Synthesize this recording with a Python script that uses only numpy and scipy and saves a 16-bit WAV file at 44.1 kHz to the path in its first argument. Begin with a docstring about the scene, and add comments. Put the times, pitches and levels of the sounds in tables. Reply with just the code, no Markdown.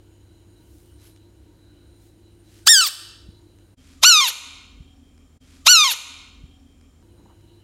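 """A fan hums and hisses in a small room (wavering sines, shaped noise) as a soft toy brushes plastic turf. The
toy's strokes, ticks and scuffs are swells of band noise; dull low bumps come as short sine bursts. A teased
bullfrog screams once, mouth wide open: a shrill pulse tone through throat resonances shoots up, sinks, breaks
to a lower register and ends in a rasp; the frog then settles with a soft thump."""
import sys
import numpy as np
from scipy import signal
from scipy.fft import rfft, irfft
from scipy.io import wavfile
from scipy.ndimage import uniform_filter1d, minimum_filter1d, map_coordinates

SR = 44100
rng = np.random.default_rng(int(sys.argv[2]) if len(sys.argv) > 2 else 0)


def dump_mix(stems):
    """Bounce the given channels to the path in sys.argv[1] as a 16-bit WAV at rate SR."""
    frames = np.atleast_2d(stems).T  # one column per channel
    limited = np.clip(frames, -1, 1)  # hard clip at full scale
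    pcm = np.round(limited * 32767).astype(np.int16)
    wavfile.write(sys.argv[1], SR, pcm)


N = 336744
TIME = np.arange(N) / SR
FREQS = np.arange(N // 2 + 1) * SR / N


def from_db(db):
    """Decibels to gain."""
    return 10 ** (np.asarray(db) / 20)


def rms_one(x):
    """Scale to rms 1."""
    return x / np.sqrt(np.mean(x ** 2) + 1e-20)


def at_hz(points, hz):
    """Read a spectrum, interpolated on a log-frequency axis."""
    point_hz, value = np.transpose(points)
    return np.interp(np.log(np.maximum(hz, 1)), np.log(point_hz), value)


def noise(colour):
    """Noise of a given spectrum, rms 1."""
    white = rfft(rng.standard_normal(N))
    return rms_one(irfft(white * from_db(at_hz(colour, FREQS)), N))


def band_noise(hz, width_hz, size):
    """Noise twice through one resonance, rms 1."""
    centre_hz = min(hz, .45 * SR)
    q = hz / min(np.pi / 2 * width_hz, .4 * SR)
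    b, a = signal.iirpeak(centre_hz, q, fs=SR)
    once = signal.lfilter(b, a, rng.standard_normal(size))
    return rms_one(signal.lfilter(b, a, once))


def flutter(rate_hz, size):
    """Random wavering up to a given rate, rms 1."""
    lowpass = signal.butter(2, rate_hz, fs=SR, output="sos")
    return rms_one(signal.sosfilt(lowpass, rng.standard_normal(size)))


def swell(peak_s, length_s, level_db):
    """Gaussian gain around peak_s; length_s is its standard deviation."""
    exponent = np.minimum(((TIME - peak_s) / length_s) ** 2, 200) / 2
    return from_db(level_db) * np.exp(-exponent)


# fan motor lines: [freq_hz, level_db (rms)]
MOTOR_LINES = [(46, -63), (68, -64.5), (100, -56), (345, -62.5)]
# fan rush and hiss spectrum: [freq_hz, relative_density_db]
RUSH_SPECTRUM = [(20, -34.5), (42, -12), (70, 0.5), (110, -8), (135, -9.5), (275, -13.5), (295, -3),
                 (335, -6), (370, -13), (600, -22), (1200, -31.5), (2300, -33.5), (5500, -37.5),
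                 (11000, -38.5), (16000, -46)]
# faint whistling bands in the hiss: [centre_hz, width_hz, level_db (rms)]
WHISTLE_BANDS = [(937, 32, -80.5), (1502, 140, -79), (2976, 220, -77.5), (3980, 150, -74),
                 (6870, 260, -80.5), (8990, 210, -77)]


def fan(rush_db=-55, waver=.1, whistle_waver_db=3.5):
    """Wavering motor lines and faint whistles over a low rush and a thin hiss."""
    lines = 0
    for freq_hz, level_db in MOTOR_LINES:
        tone = np.sqrt(2) * np.sin(2 * np.pi * (freq_hz * TIME + rng.random()))
        lines = lines + from_db(level_db) * tone * (1 + waver * flutter(7.1, N))
    whistles = 0
    for centre_hz, width_hz, level_db in WHISTLE_BANDS:
        gain = from_db(level_db + whistle_waver_db * flutter(4.2, N))
        whistles = whistles + gain * band_noise(centre_hz, width_hz, N)
    return lines + whistles + from_db(rush_db) * noise(RUSH_SPECTRUM)


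# toy strokes over the turf: [peak_s, length_s, level_db, centre_hz, width_hz]
TOY_STROKES = [(0.783, 0.13, -65.5, 8700, 9100), (1.054, 0.046, -59, 3560, 6000),
               (1.07, 0.034, -59.5, 11300, 2000), (2.047, 0.041, -65, 6770, 10000),
               (2.57, 0.072, -59, 3860, 6500)]
# single blades flick back: [peak_s, level_db]
BLADE_TICKS = [(1.163, -54), (1.175, -58), (3.588, -59), (7.41, -65)]
TICK_S, TICK_HZ, TICK_WIDTH_HZ = 0.0012, 3570, 4000
# toy scuffs the mat as it is shuffled closer: [peak_s, length_s, level_db]
MAT_SCUFFS = [(7.196, .02, -65), (7.261, 0.0027, -56.5), (7.309, .018, -59)]
SCUFF_HZ, SCUFF_WIDTH_HZ = 899, 335
# low rumble of that shuffle
SHUFFLE_AT_S, SHUFFLE_S, SHUFFLE_DB, SHUFFLE_HZ, SHUFFLE_WIDTH_HZ = 7.19, 0.076, -56.5, 200, 130


def toy(grain_db=2.0):
    """Grainy strokes over plastic blades, ticks of single blades, and a scuffing shuffle over the mat."""
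    strokes = 0
    for peak_s, length_s, level_db, centre_hz, width_hz in TOY_STROKES:
        strokes = strokes + swell(peak_s, length_s, level_db) * band_noise(centre_hz, width_hz, N)
    tick_gain = sum(swell(peak_s, TICK_S, level_db) for peak_s, level_db in BLADE_TICKS)
    ticks = tick_gain * band_noise(TICK_HZ, TICK_WIDTH_HZ, N)
    scuff_gain = sum(swell(*scuff) for scuff in MAT_SCUFFS)
    scuffs = scuff_gain * band_noise(SCUFF_HZ, SCUFF_WIDTH_HZ, N)
    rumble_gain = swell(SHUFFLE_AT_S, SHUFFLE_S, SHUFFLE_DB)
    rumble = rumble_gain * band_noise(SHUFFLE_HZ, SHUFFLE_WIDTH_HZ, N)
    return (strokes + ticks + scuffs + rumble) * from_db(grain_db * flutter(200, N))


def boom(peak_s, length_s, level_db, hz):
    """A dull, quickly damped sine burst."""
    return swell(peak_s, length_s, level_db) * np.sin(2 * np.pi * hz * (peak_s - TIME))


# dull low bumps: [peak_s, level_db]
LOW_BUMPS = [(.71, -47), (0.949, -45.5), (1.4, -50), (1.889, -47), (2.53, -51), (3.27, -41.5)]
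BUMP_S, BUMP_HZ = 0.028, 66.6


def bumps():
    """Dull low bumps, a few cycles each."""
    return sum(boom(peak_s, BUMP_S, level_db, BUMP_HZ) for peak_s, level_db in LOW_BUMPS)


# mat modes under the settling frog: [freq_hz, level_db, length_s]
THUMP_MODES = [(70.5, -37, .009), (175.9, -37, 0.0035)]
THUMP_AT_S = 3.290


def thump():
    """The frog's body drops back on the mat: a dull, quickly damped bump."""
    return sum(boom(THUMP_AT_S, length_s, level_db, hz) for hz, level_db, length_s in THUMP_MODES)


# upper, then lower register; each holds, then sags: [sag_start_s, top_hz, bottom_hz, half_way_after_s]
VOICE_REGISTERS = [(2.70, 1870, 1415, .053), (2.822, 1357, 1030, .027)]
BREAK_AT_S, BREAK_S, SAG_STEEPNESS = 2.811, .0015, 2.3
# cords tighten at the start and go slack at the end; SLACK_HZ is the lowest pitch
TIGHTEN_AT_S, TIGHTEN_S, SLACKEN_AT_S, SLACKEN_S, SLACK_HZ = 2.6668, .0078, 2.867, .035, 390
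SCREAM_ON_S, SCREAM_OFF_S = 2.673, 2.878
ATTACK_DB_PER_S, RELEASE_DB_PER_S = 3200.5, 1100
SCREAM_DB, LOSS_DB_PER_OCTAVE = 0.65, 20.5
ONSET_WEAKER_DB, SWELL_S = 5.5, 0.019  # the push still builds after the onset
# roughness 0-1: taut voice, added an octave below the top, added at the onset, ceiling
TAUT_ROUGH, SLACK_ROUGH, ONSET_ROUGH, MOST_ROUGH = 0.074, 0.61, 0.5, 0.81
SETTLE_S = .012  # onset roughness decay


def scream(t):
    """Pitch (Hz), gain and roughness: as the push fades the voice sinks, softens and turns raspy."""
    registers = []
    for sag_start_s, top_hz, bottom_hz, half_s in VOICE_REGISTERS:
        sag = (np.maximum(t - sag_start_s, 0) / half_s) ** SAG_STEEPNESS
        registers.append(bottom_hz + (top_hz - bottom_hz) / (1 + sag))
    upper_hz, lower_hz = registers
    broken = (1 + np.tanh((t - BREAK_AT_S) / BREAK_S)) / 2
    held_hz = upper_hz + (lower_hz - upper_hz) * broken

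    tightening = 1 - np.exp(-np.maximum(t - TIGHTEN_AT_S, 0) / TIGHTEN_S)
    slackening = np.exp(-np.maximum(t - SLACKEN_AT_S, 0) / SLACKEN_S)
    pitch_hz = np.maximum(held_hz * tightening * slackening, SLACK_HZ)

    age_s = np.maximum(t - SCREAM_ON_S, 0)
    level_db = SCREAM_DB - LOSS_DB_PER_OCTAVE * np.log2(held_hz.max() / held_hz)
    level_db -= ONSET_WEAKER_DB * np.exp(-age_s / SWELL_S)
    level_db -= ATTACK_DB_PER_S * np.maximum(SCREAM_ON_S - t, 0)
    level_db -= RELEASE_DB_PER_S * np.maximum(t - SCREAM_OFF_S, 0)

    slack = np.log2(held_hz.max() / pitch_hz) ** 3
    rough = TAUT_ROUGH + SLACK_ROUGH * slack + ONSET_ROUGH * np.exp(-age_s / SETTLE_S)
    return pitch_hz, from_db(level_db), np.minimum(rough, MOST_ROUGH)


# resting response of throat and open mouth: [freq_hz, gain_db]
THROAT_RESPONSE = [(400, -14.5), (780, -18.5), (1150, -8), (1500, -4.5), (1900, -14), (2400, -9),
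                   (3050, -5), (3600, -7.5), (4400, 2.5), (5500, -2.5), (6150, -7.5), (7300, -4),
                   (9050, -7.5), (9500, -19.5), (11800, -24), (13200, -25.5), (14800, -19.5), (18300, -40),
                   (19200, -70)]
# mouth shape over time: [time_s, resonance_ratio (to resting frequency)]
MOUTH_SHAPE = [(2.675, .97), (2.694, 1.02), (2.725, 1.01), (2.758, .98), (2.805, .95), (2.819, 1),
               (2.86, 1)]


def larynx(pitch_hz, force, rough, waver_db=2.04, rough_waver_db=7, fundamental_db=2, dispersion_rad=0.99):
    """Vocal cord pulses heard through the throat; roughness unsettles their timing and strength."""
    sounding = force > from_db(-60)
    t, pitch_hz, rough = TIME[sounding], pitch_hz[sounding], rough[sounding]
    mouth_ratio = np.interp(t, *np.transpose(MOUTH_SHAPE))
    jitter = .06 * rough * flutter(600, SR)[:len(t)]
    shimmer = .45 * rough * flutter(350, SR)[:len(t)]
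    phase = 2 * np.pi * np.cumsum(pitch_hz * (1 + jitter)) / SR
    tone, power = 0, 1e-12
    for k in range(1, 33):
        # steady fundamental; overtones waver, more in a rough voice
        if k == 1:
            own_db = fundamental_db
        else:
            own_db = (waver_db + rough_waver_db * rough) * flutter(61, SR)[:len(t)]
        throat_db = at_hz(THROAT_RESPONSE, k * pitch_hz / mouth_ratio)
        gain = from_db(throat_db + own_db) * (k * pitch_hz < SR / 2)
        # per-partial delay smears each pulse over its cycle
        tone = tone + gain * np.cos(k * phase - dispersion_rad * k * k)
        power = power + gain ** 2 / 2
    out = np.zeros(N)
    out[sounding] = force[sounding] * tone / np.sqrt(power) * (1 + shimmer)
    return out


# leaking air spectrum: [freq_hz, relative_level_db]
AIR_SPECTRUM = [(400, -28.5), (1200, -17.5), (2200, -21), (3600, -1), (5400, 1), (9000, -3.5), (11500, -12),
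                (15000, -8), (18300, -21.5), (19200, -67)]
AIR_DB = -4.5  # at roughness 1, relative to the voice
# thin sizzle spectrum: [freq_hz, relative_level_db]
SIZZLE_SPECTRUM = [(9000, -39.5), (12500, -2), (13200, -6), (14700, -2), (17000, -7), (18400, -27.5),
                   (19200, -57)]
# sizzle flares as the larynx opens and shuts: [peak_s, length_s, level_db]
LARYNX_FLARES = [(2.673, .005, -26.5), (2.872, 0.0074, -17.5)]
SIZZLE_DB = -38  # between flares, relative to the voice


def frog():
    """Voiced scream, air rush where the voice is rough, and sizzle; so small a mouth radiates no bass."""
    pitch_hz, force, rough = scream(TIME)
    air = from_db(AIR_DB) * force * rough * noise(AIR_SPECTRUM)
    flares = sum(swell(*flare) for flare in LARYNX_FLARES)
    sizzle = (from_db(SIZZLE_DB) * force + flares) * noise(SIZZLE_SPECTRUM)
    highpass = signal.butter(4, 380, "high", fs=SR, output="sos")
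    return signal.sosfilt(highpass, larynx(pitch_hz, force, rough) + air + sizzle)


# room reverberation by band: [freq_hz, relative_level_db]
ROOM_RESPONSE = [(400, -8), (900, -6.5), (1400, -22.5), (2200, -14.5), (3200, -13), (4600, -14),
                 (7000, -20.5), (9000, -10.5), (11000, -4), (14000, -22), (18000, -13.5)]


def room(x, wall_t60_s=0.7, air_hz=12500, build_s=0.0014):
    """Diffuse reverberation that builds up quickly; walls absorb evenly, air takes the treble first."""
    t = TIME[:SR]
    edges_hz = np.geomspace(250, 19000, 25)
    response = 0
    for low_hz, high_hz in zip(edges_hz, edges_hz[1:]):
        hz = np.sqrt(low_hz * high_hz)
        bandpass = signal.butter(2, [low_hz, high_hz], "band", fs=SR, output="sos")
        band = signal.sosfilt(bandpass, rng.standard_normal(SR))
        t60_s = 1 / (1 / wall_t60_s + (hz / air_hz) ** 2)
        decay = from_db(-60 * t / t60_s) * (1 - np.exp(-t / build_s))
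        gain = from_db(at_hz(ROOM_RESPONSE, hz))
        response = response + gain * band * decay / np.linalg.norm(decay)
    return signal.fftconvolve(x, response)[:N]


def limiter(x, threshold_db=-7.5, release_db_per_s=38):
    """Gain drops at once on loud sound, holds for 0.2 s, then creeps back; the fan ducks with it."""
    level_db = 10 * np.log10(np.abs(uniform_filter1d(x * x, size=220)) + 1e-12)
    hold = int(.2 * SR) | 1  # odd number of samples
    over_db = np.maximum(level_db - threshold_db, 0)
    held_db = -minimum_filter1d(-over_db, hold, origin=hold // 2)
    release_db = release_db_per_s * TIME
    cut_db = np.maximum.accumulate(held_db + release_db) - release_db
    return x * from_db(-uniform_filter1d(cut_db, size=130))


# playback order: [start_s, live_moment_s, speed_ratio]
PLAYBACK = [(0, 0, 1), (3.76, 2.45212, .8), (5.39333, 2.45212, .8), (7.027, 7.027, 1)]


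def replay(live):
    """Resample the live scene by the playback list; the level dips briefly around each slow start."""
    moment_s, gate = np.zeros(N), np.ones(N)
    for start_s, live_s, speed in PLAYBACK:
        moment_s = np.where(TIME >= start_s, live_s + speed * (TIME - start_s), moment_s)
        if speed < 1:
            gate = gate * (1 - .95 * np.exp(-((TIME - start_s) / .017) ** 4))
    return gate * map_coordinates(live, [moment_s * SR], order=5, mode="nearest")


def scene():
    """Frog, room, toy and fan through the limiter, then replayed."""
    voice = frog()
    live = limiter(voice + room(voice) + thump() + bumps() + toy() + fan())
    return replay(live)[None]


CUTOFF_HZ = 16000


def record(dry):
    """The loudest peaks flatten and the top is cut."""
    lowpass = signal.ellip(10, .1, 80, CUTOFF_HZ, fs=SR, output="sos")
    return signal.sosfilt(lowpass, np.clip(dry, -1, 1))


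dry = scene()
out = record(dry)
dump_mix(out)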